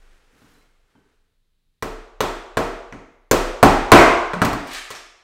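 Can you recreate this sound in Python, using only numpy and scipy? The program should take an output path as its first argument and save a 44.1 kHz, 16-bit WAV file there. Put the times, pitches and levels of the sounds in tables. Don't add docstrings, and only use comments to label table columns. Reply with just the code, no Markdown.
import sys
import numpy as np
from scipy import signal
from scipy.io import wavfile
from scipy.ndimage import uniform_filter1d

SR = 44100
rng = np.random.default_rng(int(sys.argv[2]) if len(sys.argv) > 2 else 0)


def magnitude_from_level(level_db):
    exponent = np.asarray(level_db, float) / 20
    return 10 ** exponent


def generate_wav(sig):
    pcm = np.round(np.clip(np.atleast_2d(sig).T, -1, 1) * 32767).astype(np.int16)
    wavfile.write(sys.argv[1], SR, pcm)


N = 231001
T = np.arange(N) / SR


def evened(x):
    return x / np.sqrt(np.mean(x ** 2) + 1e-20)


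def read(points, hz):
    f, value = np.transpose(points)
    return np.interp(np.log(hz + 1), np.log(f + 1), value)


def add(mix, start_s, sound):
    part = mix[round(start_s * SR):][:len(sound)]
    part += sound[:len(part)]


def coloured(x, points, size=8192):
    gain_db = np.maximum(read(points, abs(np.fft.fftfreq(size, 1 / SR))), -100)
    spectrum = np.conj(np.exp(signal.hilbert(np.log(magnitude_from_level(gain_db)))))
    taps = np.fft.ifft(spectrum).real[:size // 2]
    return signal.oaconvolve(x, taps / np.linalg.norm(taps))[:len(x)]


def ringing(x, modes):
    t = np.arange(SR) / SR
    answer = sum(magnitude_from_level(db - 60 * t / t60_s) * np.sin(2 * np.pi * hz * t) for hz, db, t60_s in modes)
    return signal.oaconvolve(x, answer)[:N]


def gestures(rows, rise_db_per_s, fall_db_per_s):
    power = np.zeros(N)
    for start_s, hold_s, db in rows:
        rise_db = rise_db_per_s * np.maximum(start_s - T, 0)
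        fall_db = fall_db_per_s * np.maximum(T - start_s - hold_s, 0)
        power += magnitude_from_level(db - rise_db - fall_db) ** 2
    return np.sqrt(power)


# pitch_hz, density_db_per_hz
AIR_COLOUR = [(24, -28), (40, -23), (54, -6), (91, -9.5), (114, -12.5), (397, -24), (722, -33), (2770, -31),
              (3840, -27), (5580, -37.5), (11500, -38), (13500, -41.5)]


def still_air():
    return magnitude_from_level(-75.5) * coloured(rng.standard_normal(N), AIR_COLOUR, size=32768)


# start_s, hold_s, level_db
MOVES = [
    (0, 0.16, -61),
    (.4, 0.15, -59),
    (.9, .2, -69),
]
# start_s, hold_s, level_db
KNEES = [
    (0, 0.14, -43.5),
    (.26, .03, -51),
    (.5, 0.34, -54),
    (1.05, .005, -58),
    (1.18, 0.047, -55),
    (1.376, 0.035, -57),
    (1.48, 0.11, -61),
    (1.68, 0.017, -56.5),
]
# pitch_hz, density_db_per_hz
CLOTH = [(29, -35), (50, 5.5), (87, -9), (140, -8), (204, -12), (362, -6.5), (460, -3), (557, -10.5),
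         (742, -10), (1040, -11), (1410, -8), (3940, -18), (4440, -19.5), (8260, -24), (15000, -36.5)]


def rustle():
    freeze_db = 60 * np.maximum(T - 1.34, 0)
    moving = gestures(MOVES, rise_db_per_s=53, fall_db_per_s=54) * magnitude_from_level(-freeze_db)
    grain = magnitude_from_level(0.78 * evened(uniform_filter1d(rng.standard_normal(N), 300)))
    cloth = moving * coloured(grain * rng.standard_normal(N), CLOTH)
    wander = evened(uniform_filter1d(rng.standard_normal(N), 4000))
    sway_hz = 24.0 + 1.6 * wander
    sway = np.sin(2 * np.pi * np.cumsum(sway_hz) / SR)
    return cloth + gestures(KNEES, rise_db_per_s=300, fall_db_per_s=198) * magnitude_from_level(-3.5) * sway


# start_s, pitch_hz, level_db
LIFTER = [
    (0.418, 1430, -68),
    (.545, 4030, -62),
    (.615, 2140, -62),
    (.96, 1530, -61.5),
    (.96, 3080, -69),
    (.1, 1870, -70),
    (.12, 3470, -78),
]
# start_s, pitch_hz, level_db, room_send_db
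SPOTS = [(0.955, 900, -48.5, -10), (1.824, 4060, -21.5, -13), (2.206, 940, -7.5, -14),
         (2.207, 3470, -18.5, 0.5), (2.572, 668, -11.5, -4.5), (2.57, 2310, -23, -26),
         (2.926, 2070, -26.5, -5.5), (2.938, 6450, -48.5, 8), (3.3122, 487, -6.5, -0.5),
         (3.3122, 3030, -28, -20), (3.3122, 8200, -23, -10), (3.6286, 8200, -12, -16),
         (.955, 412, -60.5, 8.5), (3.629, 800, -5.5, 6.5), (3.918, 718, 7.5, -1), (3.918, 318, -5, 4.5),
         (3.918, 1066, 6, 4.5), (3.918, 1530, 0.5, 8), (3.918, 2026, 5.5, 2), (4.335, 184, -22, 1.5),
         (4.334, 445, -19.5, -16), (4.418, 202, -9, -10), (4.4245, 750, -7, -11), (4.423, 8500, -28, -11),
         (4.532, 4850, -24, -4), (4.76, 4570, -21, -9), (4.952, 5630, -24, 0)]
# start_s, pitch_hz, level_db, room_send_db
HEAD = [
    (2.206, 7500, -41, 7),
    (2.925, 5870, -38, -14),
    (2.925, 8620, -54, -11),
    (3.6295, 714, 1.5, -13.5),
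]


def spots():
    near, sent, t = np.zeros(N), np.zeros(N), np.arange(4000) / SR
    rings = [(*row, 16.1 / row[1]) for row in SPOTS]
    rings += [(*row, 46 / row[1]) for row in HEAD]
    rings += [(*row, -5, 0.075) for row in LIFTER]  # room_send_db, t60_s
    for start_s, hz, db, send_db, t60_s in rings:
        onset = np.minimum(t * hz / 0.78, 1)
        ring = magnitude_from_level(db + 1.13 - 60 * t / t60_s) * np.sin(2 * np.pi * hz * t) * onset
        add(near, start_s, ring)
        add(sent, start_s, magnitude_from_level(send_db) * ring)
    return near, sent


# start_s, knock_db, tick_db, thud_db
KNOCKS = [(0.331, -73, -72, -63), (0.418, -58, -61, -55), (0.554, -57, -64, -64.5), (0.624, -67, -63, -86),
          (0.952, -64, -83, -59), (4.3343, -18.5, -41, -45), (4.4177, -7.5, -22, -21.5),
          (4.449, -25, -20, -26), (4.4516, -18, -33, -26.5), (4.531, -22, -31, -29.5),
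          (4.673, -41, -37, -71.5), (4.733, -42, -31, -62), (4.9048, -29.5, -33, -53)]
# start_s, knock_db, tick_db, thud_db, sway_db
BLOWS = [
    (1.825, -20, -26.5, -35, -31.5),
    (2.2057, -12, -18.5, -30, -31.5),
    (2.571, -11.5, -21.5, -26.5, -31),
    (2.9248, -32, -54, -39.5, -53.5),
    (3.3122, -6.5, -9.5, -22.5, -21.5),
    (3.6287, 0, -10, -11.5, -20),
    (3.918, 8, -2, -7.5, -24.5),
]


def contacts():
    blows = [(start_s, knock, 0.91 * knock - 3.5, tick, thud, sway)
             for start_s, knock, tick, thud, sway in BLOWS]
    light = [(start_s, knock, knock - 7, tick, thud, thud - 18)
             for start_s, knock, tick, thud in KNOCKS]
    return blows + light


# pitch_hz, density_db_per_hz
BOARD = [(350, -17), (600, 0), (806, 0.5), (843, 0.5), (1270, -0.5), (1610, -5), (1860, -6.5), (2770, -13),
         (5920, -25.5), (9000, -29), (11700, -59.5), (19800, -120)]
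# pitch_hz, density_db_per_hz
BODY = [(200, -54.5), (290, -12.5), (340, 5.5), (380, 1.5), (480, -3.5), (620, -6), (1000, -41),
        (9000, -70.5)]
# pitch_hz, density_db_per_hz
STEEL = [(1500, -19.5), (2500, 8.5), (4000, 4.5), (6000, 3.5), (8000, 2), (10300, -5), (12500, -3),
         (14500, -4), (15800, -6), (17000, -59)]
# pitch_hz, density_db_per_hz
THUD = [(35, -31.5), (50, 4.5), (65, -11), (90, -2), (122, 0), (165, 0.5), (200, -6.5), (280, 0.5),
        (450, -37), (9000, -65.5)]
# pitch_hz, level_db, t60_s
PANELS = [(242, -13.5, 0.096), (369, 2, 0.56), (398, 12.5, 0.32), (460, -11, 0.74), (472, -4, 1),
          (673, -7, 1), (790, -13, 0.25), (960, -13.5, 0.32), (1230, -15, 0.4), (1309, 0.5, 0.75)]
# pitch_hz, level_db, t60_s
FLOORBOARDS = [(47, -9.5, 0.45), (81.7, -11.5, 0.75), (124.4, -1.5, 0.28), (237, 0.5, 0.18)]
# pitch_hz, signed_share, t60_s
JOISTS = [(28.7, 0.55, 1.52), (32.4, -0.76, 1.4), (42, -0.61, 0.37), (20.725, -0.093, .8)]


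def strikes(events):
    push, chatter, sway = np.zeros((4, N)), np.zeros((4, N)), np.zeros(N)
    t = np.arange(SR) / SR
    chatters = [(0.003, 0.1), (0.0013, 0.21), (0.0017, 0.35), (0.0087, 0.028)]  # decay_s, share
    for (start_s, *dbs, sway_db), chance in zip(events, rng.standard_normal((len(events), 4, 900))):
        for k, (decay_s, share) in enumerate(chatters):
            add(push[k], start_s, magnitude_from_level(dbs[k]) * np.ones(1))
            add(chatter[k], start_s, magnitude_from_level(dbs[k]) * share * chance[k] * np.exp(-t[:900] / decay_s))
        pitch = 1.02 - 0.63 * magnitude_from_level(sway_db)
        swing = sum(share * np.sin(2 * np.pi * hz * pitch * t) * magnitude_from_level(-60 * t / t60_s)
                    for hz, share, t60_s in JOISTS)
        add(sway, start_s, magnitude_from_level(sway_db) * swing)
    panels = magnitude_from_level(-22.5) * ringing(push[1], PANELS)
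    boards = magnitude_from_level(-5.0) * ringing(push[3], FLOORBOARDS)
    parts = list(zip([BOARD, BODY, STEEL, THUD], magnitude_from_level(np.array([14.86, 16.7, 8.5, 23.8]))))
    drives = np.array([gain * coloured(x, colour) for x, (colour, gain) in zip(push, parts)])
    near = sum(gain * coloured(x, colour) for x, (colour, gain) in zip(chatter, parts))
    return near + drives[:3].sum(0), drives, sway + panels + boards + drives[3]


# start_s, hold_s, level_db
SLIDES = [
    (.36, .1, -76),
    (.5, 0.092, -73),
]
# pitch_hz, density_db_per_hz
GRIT = [(2000, -20), (5000, -1), (9000, -2), (14500, -3), (16000, -10)]


def slide():
    grain = magnitude_from_level(2.5 * evened(uniform_filter1d(rng.standard_normal(N), 200)))
    hiss = coloured(grain * rng.standard_normal(N), GRIT)
    return gestures(SLIDES, rise_db_per_s=200, fall_db_per_s=200) * hiss


# start_s, pitch_hz, level_db
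HUMS = [
    (1.826, 442, -32.5),
    (1.826, 366, -43),
    (2.205, 372.5, -35),
    (2.571, 391.6, -30),
    (2.572, 471, -25),
    (3.3125, 350, -23.5),
    (3.629, 354.6, -17.5),
    (3.918, 348, -11),
]


def hums():
    out, t = np.zeros(N), np.arange(SR) / SR
    for start_s, hz, db in HUMS:
        swell = 1 - np.exp(-t / 0.012)
        add(out, start_s, magnitude_from_level(db - 60 * t / 0.76) * swell * np.sin(2 * np.pi * hz * t))
    return out


# peak_s, level_db, swell_and_fade_db_per_s
RATTLE = [
    (4.75, -22.5, 232),
    (4.913, -21.5, 1400),
    (4.952, -29, 698),
    (4.686, -38, 700),
    (4.786, -32, 1500),
]
# pitch_hz, density_db_per_hz
BOX = [(240, -30), (400, -15), (806, -3), (899, -37), (1170, 11.5), (1480, 2.5), (1650, 10.5), (7940, -3.5),
       (14800, -19), (15700, -35), (16500, -50)]


def rattle():
    size = magnitude_from_level(5.1 * np.minimum(rng.exponential(1, N), 4))
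    hits = rng.random(N) < 1600 / SR
    clicks = size * rng.choice([-1., 1.], N) * hits
    stirred = sum(magnitude_from_level(db - db_per_s * abs(T - peak_s)) for peak_s, db, db_per_s in RATTLE)
    return stirred * magnitude_from_level(-13) * coloured(evened(clicks), BOX)


# delay_s, gain
ECHOES = [(0, 1.1), (.0021, 0.47), (.0054, -0.88), (.0076, 0.38), (0.0113, .25), (0.017, -0.33),
          (0.0298, 0.17)]


def early(x):
    answer = np.zeros(2000)
    for delay_s, gain in ECHOES:
        add(answer, delay_s, np.array([gain]))
    return signal.oaconvolve(x, answer)[:N]


# pitch_hz, t60_s
ROOM = [(60, 0.39), (120, 0.29), (200, 0.45), (290, 0.53), (345, 0.7), (460, 0.79), (1210, 0.83),
        (3200, 0.77), (6000, 0.71), (9000, 0.58), (15000, 0.37)]


def tail(x, tail_db, build_s=0.0039):
    taps = np.zeros(2 * SR)
    at = np.arange(0, 2 * SR - 10, 10)
    taps[at + rng.integers(0, 10, len(at))] = rng.choice([-1., 1.], len(at))
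    hz, t, z = signal.stft(taps, SR, nperseg=2048, noverlap=1536)
    fading = z * magnitude_from_level(-60 * t / read(ROOM, hz)[:, None])
    answer = signal.istft(fading, SR, nperseg=2048, noverlap=1536)[1]
    answer = answer * (1 - np.exp(-np.arange(len(answer)) / SR / build_s))
    return signal.fftconvolve(x, magnitude_from_level(tail_db) * answer / np.linalg.norm(answer))[:N]


def scene():
    near, drives, floor = strikes(contacts())
    tacks = rattle()
    rings, sent = spots()
    wet_db = [4.94, 4.24, 6.3, 11.0, 3.6]
    late = sum(tail(x, db) for x, db in zip([*drives, tacks + sent], wet_db))
    struck = early(near + tacks) + rings + late + floor + hums()
    return (struck + rustle() + slide() + still_air())[None]


def low_pass(x):
    return signal.sosfilt(signal.butter(12, 16930, fs=SR, output="sos"), x)


def record(dry):
    power_db = 10 * np.log10(abs(uniform_filter1d(dry[0] ** 2, 400, origin=199)) + 1e-12)
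    recovery_db = 71.0 * T
    peak_db = np.maximum.accumulate(power_db + recovery_db) - recovery_db
    over_db = np.maximum(peak_db - 1.0, 0)
    held = dry / magnitude_from_level(0.28 * uniform_filter1d(over_db, 300, origin=149))
    clipped = np.clip(held, -1.005, 1.005)
    edge = signal.firwin(255, 15900, window=("kaiser", 8), fs=SR)
    return low_pass(signal.oaconvolve(clipped, edge[None], "same"))


dry = scene()
out = record(dry)
generate_wav(out)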